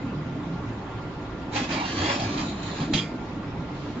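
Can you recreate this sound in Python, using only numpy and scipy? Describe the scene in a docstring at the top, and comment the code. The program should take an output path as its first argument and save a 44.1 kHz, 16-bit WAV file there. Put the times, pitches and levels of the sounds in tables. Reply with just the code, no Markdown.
"""A steel leg frame is pushed along its guides into a stacker on a truck bed in a yard.
Stick-slip friction excites the frame's modes as a scrape, the rollers growl and the hollow body booms.
Loose play makes the frame rattle in the guides; it strikes its stop with a clunk and rebounds,
each impact decaying as a sum of damped modes. The worker's sleeve rustles afterwards,
and distant machinery drones and whines steadily throughout."""
import sys
import numpy as np
from scipy import signal
from scipy.io import wavfile

SR = 44100
rng = np.random.default_rng(int(sys.argv[2]) if len(sys.argv) > 2 else 0)


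def inscribe(sig):
    """Save sig as 16-bit PCM at rate SR to the path in sys.argv[1].

    A 1-D sig is mono; a 2-D sig holds one channel per row.
    Samples are clipped to [-1, 1] before scaling.
    """
    pcm = np.round(np.clip(np.atleast_2d(sig).T, -1, 1) * 32767)
    wavfile.write(sys.argv[1], SR, pcm.astype(np.int16))


N = 176400
TIME = np.arange(N) / SR

# spectrum of the distant machinery: (frequency [Hz], relative density [dB])
DRONE_SPECTRUM = [(13, -40), (22, -13.5), (74, -3.5), (102, -12.5), (143, -0.5), (212, -5), (239, 1.5),
                  (290, -3.5), (312, 0.5), (371, -9.5), (603, -13.5), (890, -13), (1190, -16),
                  (1350, -22.5), (1480, -20), (3650, -30.5), (7400, -44.5)]
# its likeness at the two ears: (frequency [Hz], correlation [1])
DRONE_CORRELATION = [(40, 1), (90, 1), (300, 0.97), (600, 0.78), (1100, 0.45), (1900, 0.35), (2400, 0),
                     (5000, 0)]
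# its balance: (frequency [Hz], left minus right [dB])
DRONE_BALANCE = [(50, -0.5), (300, -1.8), (650, 1), (1100, -1.5), (2500, 0), (4800, 0), (6500, 3),
                 (7400, 18)]
# its wavering tones: (frequency [Hz], level [dB], wander rate [Hz])
HUM_TONES = [(106.8, -43, 6.6), (292.7, -46, 4.4), (891, -56, 4.5)]
# low rumbles in the yard: (time [s], half-length [s], level [dB], frequency [Hz])
RUMBLE_SWELLS = [(.06, 0.072, -32.5, 257), (.22, 0.13, -32.5, 146), (.39, 0.03, -32.5, 274),
                 (.52, 0.053, -30, 163), (.67, 0.054, -34, 108.3), (3.35, 0.024, -36.5, 268),
                 (3.62, 0.12, -37.5, 134)]
# rustle of the sleeve: (time [s], level [dB])
SLEEVE_ENVELOPE = [(3.68, -82), (3.75, -52.5), (3.88, -51.5), (4.0, -57)]

# likeness of the frame's sound at the two ears: (frequency [Hz], correlation [1])
STEEL_CORRELATION = [(300, 1), (450, 0.6), (700, 1.15), (1100, 0), (1500, -0.26), (2100, -0.36),
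                     (3200, 0.7), (4400, 0.2), (7000, 0.36)]
# its balance: (frequency [Hz], left minus right [dB])
STEEL_BALANCE = [(500, -1.5), (850, -2), (1200, -5), (1650, -4), (2100, 0.5), (2800, -4.5), (4200, -1.5),
                 (4900, -2.5), (6000, 1.5), (7400, 9.5)]
# distinct modes of the frame: (frequency [Hz], level [dB], t60 [s])
STEEL_MODES = [(894, -16, .4), (1324, -11, .12), (1516, -15, .4), (1809, -13, .35), (1995, -11, .45),
               (2110, -11, .35), (2250, -9, .35), (2380, -7, .3), (2429, -7, .3), (2498, -10, .35),
               (2572, -5, .22), (2800, -7, .22), (2990, -7, .11), (3075, -12, .2), (3137, -1, .18),
               (3253, 1, .19), (3370, -9, .15), (3618, -11, .25), (3720, -10, .13), (3950, -5, .1),
               (4073, -6, .18), (4900, -10, .15), (5157, -16, .25), (6490, -13, .15)]
# its dense modes in a knock: (frequency [Hz], relative density [dB], t60 [s])
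CLANG_SPECTRUM = [(150, -16, 0.33), (400, -13.5, 0.5), (910, -3, 0.19), (1500, -14, 0.3),
                  (1900, -8.5, 0.33), (2330, 0.5, 0.27), (2900, -3, 0.16), (3300, 4.5, 0.2),
                  (3630, -11, 0.22), (4000, 0, 0.18), (4230, -9.5, 0.07), (4690, -3, 0.35),
                  (5500, -10.5, 0.17), (7400, -9, 0.28)]
# modes of the hollow body: (frequency [Hz], level [dB], t60 [s])
HOLLOW_MODES = [(110, -30, 0.69), (161.3, -18.5, 0.37), (201.3, -28.5, 0.42), (253, -43, 0.068),
                (347, -33, 0.42), (450, -35, 0.28), (605, -35, 0.24)]
# booms of the body: (time [s], half-length [s], level [dB], frequency [Hz])
BOOM_SWELLS = [(1.61, 0.034, -29.5, 275), (1.76, 0.05, -31.5, 275), (1.77, 0.053, -37, 161),
               (2.01, 0.087, -31, 303), (2.02, 0.026, -28, 94.5), (2.26, 0.039, -32.5, 102),
               (2.27, 0.23, -34.5, 288), (2.43, 0.18, -35, 184.4), (2.82, 0.0091, -24.5, 130),
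               (2.83, 0.029, -30.5, 236), (2.91, 0.029, -28, 301), (2.945, 0.026, -26.5, 242)]

# force at the rollers: (time [s], level [dB])
ROLL_ENVELOPE = [(1.52, -43), (1.57, -33), (1.68, -54), (1.73, -31.5), (1.82, -48), (1.9, -58), (2.0, -36),
                 (2.1, -41), (2.16, -40), (2.23, -49), (2.29, -41), (2.39, -36), (2.52, -48), (2.77, -46),
                 (2.815, -38.5), (2.92, -56)]
# spectrum of their growl: (frequency [Hz], relative density [dB])
ROLL_SPECTRUM = [(150, -38), (330, -13), (480, -13), (650, 7), (800, 3.5), (1000, 8), (1200, -0.5),
                 (1600, -11), (3000, -20)]
# hollow grinding: (time [s], half-length [s], level [dB], frequency [Hz])
GRIND_SWELLS = [(1.58, 0.022, -48, 1220), (1.79, 0.043, -38, 793), (1.82, 0.03, -30.5, 910),
                (2.04, 0.059, -37, 517), (2.105, 0.037, -30, 890), (2.22, 0.033, -32, 716)]
# thin rasp as the frame slows: (time [s], level [dB])
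RASP_ENVELOPE = [(2.3, -50), (2.39, -47.5), (2.5, -41.5), (2.57, -53), (2.66, -44), (2.8, -48), (2.91, -58),
                 (2.94, -36)]
# its resonances: (frequency [Hz], bandwidth [Hz], level [dB])
RASP_RESONANCES = [(3945, 570, 1), (6870, 400, -8.5)]
# brief pitched grating of steel: (time [s], half-length [s], level [dB], frequency [Hz])
GRATE_SWELLS = [(1.645, .02, -42, 3300), (1.79, 0.033, -36, 2300), (2.07, 0.053, -39.5, 3330),
                (2.105, .02, -39.5, 2360), (2.29, 0.041, -42, 2380)]
# force of sliding friction: (time [s], level [dB])
SCRAPE_ENVELOPE = [(1.5, -66), (1.54, -35), (1.565, -32.5), (1.6, -37.5), (1.685, -40), (1.72, -34),
                   (1.78, -37), (1.87, -37), (1.97, -36), (2.07, -32.5), (2.17, -37.5), (2.21, -36.5),
                   (2.29, -41.5), (2.39, -41), (2.56, -51), (2.63, -46.5), (2.78, -45), (2.815, -43.5),
                   (2.92, -57.5), (2.96, -75)]
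# spectrum of the scrape: (frequency [Hz], relative density [dB])
SCRAPE_SPECTRUM = [(300, -20.5), (550, -5), (900, 1), (1400, -7.5), (1750, 1), (2100, -5), (2450, -2),
                   (3000, -5.5), (3300, -4.5), (3700, -8.5), (4100, -4), (4900, -8), (5800, -11.5),
                   (7400, -15)]

# impacts on guides and stop: (time [s], level [dB], favoured frequency [Hz], boost there [dB])
FRAME_IMPACTS = [(1.555, -16.5, 2470, 9), (1.562, -12, 2600, 9), (1.572, -15.5, 2900, 7),
                 (1.63, -25, 3360, 9), (1.704, -18.5, 2450, 7.5), (1.723, -10.5, 4720, 8),
                 (2.003, -15.5, 2430, 4), (2.196, -15, 2460, 4.5), (2.221, -20, 5040, 15),
                 (2.375, -14, 3970, 7), (2.629, -25.5, 7000, 16), (2.802, -17.5, 4360, 9),
                 (2.934, -13, 3130, 6), (2.9362, -1.5, 3900, 6), (2.944, -9.5, 3130, 5),
                 (2.957, -14, 6130, 14.5), (2.9737, -11, 3360, 11), (2.982, -10.5, 3270, 6),
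                 (3.016, -22, 2300, 11), (3.043, -24.5, 2060, 9)]
# blows of the stop on the body: (time [s], level [dB])
STOP_THUMPS = [(2.9345, -5.5), (2.949, -1)]


def from_db(db):
    """Amplitude grows tenfold for every 20 dB."""
    return 10 ** (np.asarray(db) / 20)


def rms_one(x):
    """Normalisation to unit mean power."""
    return x / np.sqrt(np.mean(x ** 2) + 1e-20)


def unit_energy(response):
    """A response of unit energy per ear preserves the power of white noise."""
    return response / np.sqrt(np.sum(response ** 2) / 2)


def pan(db):
    """Interaural level difference: left and right gains at constant power."""
    return rms_one(from_db([[db / 2], [-db / 2]]))


def right_first(pair, lead_s=0.000274):
    """Interaural time difference: the frame's sound reaches the right ear first."""
    t = TIME[:len(pair[0])]
    return np.array([np.interp(t - lead_s, t, pair[0], left=0), pair[1]])


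def envelope(points):
    """Gain interpolated in decibels over time, silent outside the points."""
    return from_db(np.interp(TIME, *np.transpose(points), left=-120, right=-120))


def at_hz(points, hz, column=1):
    """Interpolation of a table column on a log-frequency axis."""
    table = np.array(points)
    return np.interp(np.log(hz), np.log(table[:, 0]), table[:, column])


def drift(rate_hz):
    """Low-passed noise wanders slowly, with unit rms."""
    hop, settle = 40, 2000  # audio samples per step; steps for the filter to settle
    pole = np.exp(-2 * np.pi * rate_hz * hop / SR)
    white = rng.standard_normal(N // hop + settle + 2)
    slow = signal.lfilter([1], [1, -2 * pole, pole * pole], white)[settle:]
    return np.interp(np.arange(N) / hop, np.arange(len(slow)), rms_one(slow))


def bandpass(x, low_hz, high_hz):
    """A band-pass filter acts as one broad resonance."""
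    return signal.sosfilt(signal.butter(2, [low_hz, high_hz], "band", fs=SR, output="sos"), x)


def stereo_bands(spectrum, size, correlation=STEEL_CORRELATION, balance=STEEL_BALANCE):
    """Noise as (centre frequency, band) pairs; the mid-to-side ratio sets interaural correlation."""
    edges = np.r_[np.geomspace(20, 1600, 17)[:-1], np.geomspace(1600, 8000, 15)]
    white = rng.standard_normal((2, 2, size + 8000))
    for k, (low, high) in enumerate(zip(edges, edges[1:])):
        mid, side = bandpass(white[k % 2], low, high)[:, -size:]  # neighbours are independent
        hz = np.sqrt(low * high)
        alike = np.clip(at_hz(correlation, hz), -1, 1)
        mid, side = np.sqrt(1 + alike) * mid, np.sqrt(1 - alike) * side
        gains = from_db(at_hz(spectrum, hz)) * pan(at_hz(balance, hz))
        yield hz, gains * np.array([mid + side, mid - side])


def swells(rows, width):
    """Randomly driven resonances under Gaussian envelopes; width is the relative half-bandwidth."""
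    out = np.zeros(N)
    for s, half_length, db, hz in rows:
        near = np.abs(TIME - s) < 4 * half_length
        bell = np.exp(-.5 * ((TIME[near] - s) / half_length) ** 2)
        shaken = bell * bandpass(rng.standard_normal(N)[near], hz / (1 + width), hz * (1 + width))
        out[near] += from_db(db) * shaken * np.sqrt(np.sum(bell ** 2) / np.sum(shaken ** 2))
    return out


def excite(force, response):
    """A linear body radiates the force convolved with its impulse response."""
    return signal.fftconvolve(force[None], response, axes=1)[:, :N]


def impulses(rows):
    """A brief blow acts as an impulse, one for each (time [s], level [dB]) row."""
    force = np.zeros(N)
    for s, db in rows:
        force[int(s * SR)] += from_db(db)
    return force


def yard(drone_db=-34, flicker_db=2.0):
    """Machinery drones as broadband noise and hums as randomly modulated tones; low rumbles swell."""
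    bands = stereo_bands(DRONE_SPECTRUM, N, DRONE_CORRELATION, DRONE_BALANCE)
    drone = sum(band * from_db(flicker_db * drift(14.2)) for hz, band in bands)
    hum = np.zeros(N)
    for hz, db, rate_hz in HUM_TONES:
        phase = 2 * np.pi * hz * TIME
        hum += from_db(db) * (drift(rate_hz) * np.cos(phase) + drift(rate_hz) * np.sin(phase))
    rumble = swells(RUMBLE_SWELLS, width=0.14)
    return from_db(drone_db) * rms_one(drone) + pan(-1.4) * (hum + rumble)


def motor_whine(pitch_hz=1391.5, wander_hz=2, level_db=-54.5, flutter_db=3.1):
    """A distant motor holds one faint tone under slight frequency and amplitude modulation."""
    hz = pitch_hz + wander_hz * drift(5.4)
    amplitude = np.sqrt(2) * from_db(level_db + flutter_db * drift(13))
    return amplitude * np.sin(2 * np.pi * np.cumsum(hz) / SR)


def sleeve(low_hz=1800, high_hz=4800):
    """Cloth friction radiates band-limited noise as the worker's arm drops."""
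    return envelope(SLEEVE_ENVELOPE) * rms_one(bandpass(rng.standard_normal((2, N)), low_hz, high_hz))


def mode_ring(modes, scatter_rad):
    """Modal superposition: damped sinusoids, each reaching the two ears with its own phase."""
    t = TIME[:SR // 2]
    ring = 0
    for hz, db, t60 in modes:
        phase = 2 * np.pi * hz * t + scatter_rad * rng.standard_normal((2, 1))
        ring = ring + from_db(db - 60 * t / t60) * np.sin(phase)
    return ring


def dense_ring(spectrum, t60_at, size=SR // 2):
    """Overlapping modes merge into noise that decays band by band."""
    bands = stereo_bands(spectrum, size)
    ring = sum(band * from_db(-60 * TIME[:size] / t60_at(hz)) for hz, band in bands)
    return unit_energy(right_first(ring))


def contacts(per_s=1100, spread_db=2.5, judder_db=1.5, judder_hz=38):
    """Asperities of rough steel collide at random; stick-slip modulates their strength."""
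    sizes = from_db(spread_db * np.minimum(rng.exponential(1, N), 5)) * rng.choice([-1, 1], N)
    touching = rng.random(N) < per_s / SR
    return rms_one(sizes * touching * from_db(judder_db * drift(judder_hz)))


def moving_contact(force, spectrum, t60, places=14, size=4000, spread_db=1.7):
    """The response depends on the driving point: a moving contact fades between sets of resonances."""
    noise = 0
    for hz, band in stereo_bands(spectrum, places * size):
        place_gains = from_db(spread_db * rng.standard_normal(places))
        noise = noise + band * np.repeat(place_gains, size)
    start_s, end_s = SCRAPE_ENVELOPE[0][0], SCRAPE_ENVELOPE[-1][0]
    step = int((end_s - start_s) * SR / (places - 1))
    crossfade = np.sqrt(np.hanning(2 * step))
    decay = from_db(-60 * TIME[:size] / t60)
    out = np.zeros((2, N))
    for k, modes in enumerate(np.split(right_first(noise), places, axis=1)):
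        i = int(start_s * SR) + (k - 1) * step
        sound = excite(force[i:i + 2 * step] * crossfade, unit_energy(modes * decay))
        out[:, i:i + sound.shape[1]] += sound
    return out


def body_booms():
    """The hollow body resonates in low swells as the frame moves."""
    return swells(BOOM_SWELLS, width=0.17)


def rollers(growl_db=1):
    """Rolling contact on rough steel drives a growl, with surges of hollow grinding."""
    force = contacts() * envelope(ROLL_ENVELOPE)
    growl = from_db(growl_db) * moving_contact(force, ROLL_SPECTRUM, t60=0.1)
    grind = swells(GRIND_SWELLS, width=0.19)
    return growl + right_first([grind, grind])


def rasp(catch_db=2.0, catch_hz=14):
    """Fine friction drives narrow resonances, catching in short uneven rubs."""
    out = 0
    for hz, width, db in RASP_RESONANCES:
        rubs = from_db(catch_db * drift(catch_hz))
        resonance = bandpass([contacts(), contacts()], hz - width / 2, hz + width / 2)
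        out = out + from_db(db) * rms_one(rubs * resonance)
    return envelope(RASP_ENVELOPE) * out


def frame_scrape(ring, scrape_db=4, ring_db=-13.5):
    """Sliding friction forces the frame to vibrate: it scrapes, rings and grates."""
    friction = contacts() * envelope(SCRAPE_ENVELOPE)
    scrape = from_db(scrape_db) * moving_contact(friction, SCRAPE_SPECTRUM, t60=0.11)
    ringing = from_db(ring_db) * excite(friction, unit_energy(ring))
    grate = pan(-3) * np.array([swells(GRATE_SWELLS, width=0.05) for ear in range(2)])
    return scrape + ringing + grate


def rattle_force(per_s=30, above_friction_db=9.5, spread_db=2):
    """Loose play in the guides gives a Poisson train of knocks that scale with the friction."""
    sizes = from_db(above_friction_db + spread_db * rng.uniform(-0.9, 1, N))
    return (rng.random(N) < per_s / SR) * sizes * envelope(SCRAPE_ENVELOPE)


def impact_force(bandwidth_hz=400):
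    """The point of impact decides which modes are driven hardest, so each blow favours one band."""
    force = np.zeros(N)
    for s, db, hz, boost_db in FRAME_IMPACTS:
        blow = impulses([(s, db)])
        favoured = signal.lfilter(*signal.iirpeak(hz, hz / bandwidth_hz, fs=SR), blow + 1e-18)
        force += blow + (from_db(boost_db) - 1) * favoured
    return force


def frame_knocks(ring, clang_db=5.5, crack_db=-8.5, crack_decay_s=0.004, ring_db=-28):
    """Free vibration after impact: the frame cracks, clangs and rings; the stop thumps the body."""
    clang = from_db(clang_db) * dense_ring(CLANG_SPECTRUM, lambda hz: at_hz(CLANG_SPECTRUM, hz, 2))
    crack = from_db(crack_db) * dense_ring(CLANG_SPECTRUM, lambda hz: crack_decay_s * np.log(1000))
    steel = pan(-3) * (clang + crack) + from_db(ring_db) * ring
    knocks = excite(impact_force() + rattle_force(), steel)
    thump = excite(impulses(STOP_THUMPS), mode_ring(HOLLOW_MODES, scatter_rad=0.094))
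    return knocks + thump


def scene():
    """The sources superpose; friction and impacts excite the same modes of the frame."""
    ring = pan(-4) * mode_ring(STEEL_MODES, scatter_rad=0.55)
    background = yard() + motor_whine() + sleeve()
    sliding = body_booms() + rollers() + rasp() + frame_scrape(ring)
    return background + sliding + frame_knocks(ring)


def record(dry, cutoff_hz=7520):
    """An elliptic low-pass filter cuts the treble steeply."""
    return signal.sosfilt(signal.ellip(12, .2, 90, cutoff_hz, fs=SR, output="sos"), dry)


dry = scene()
out = record(dry)
inscribe(out)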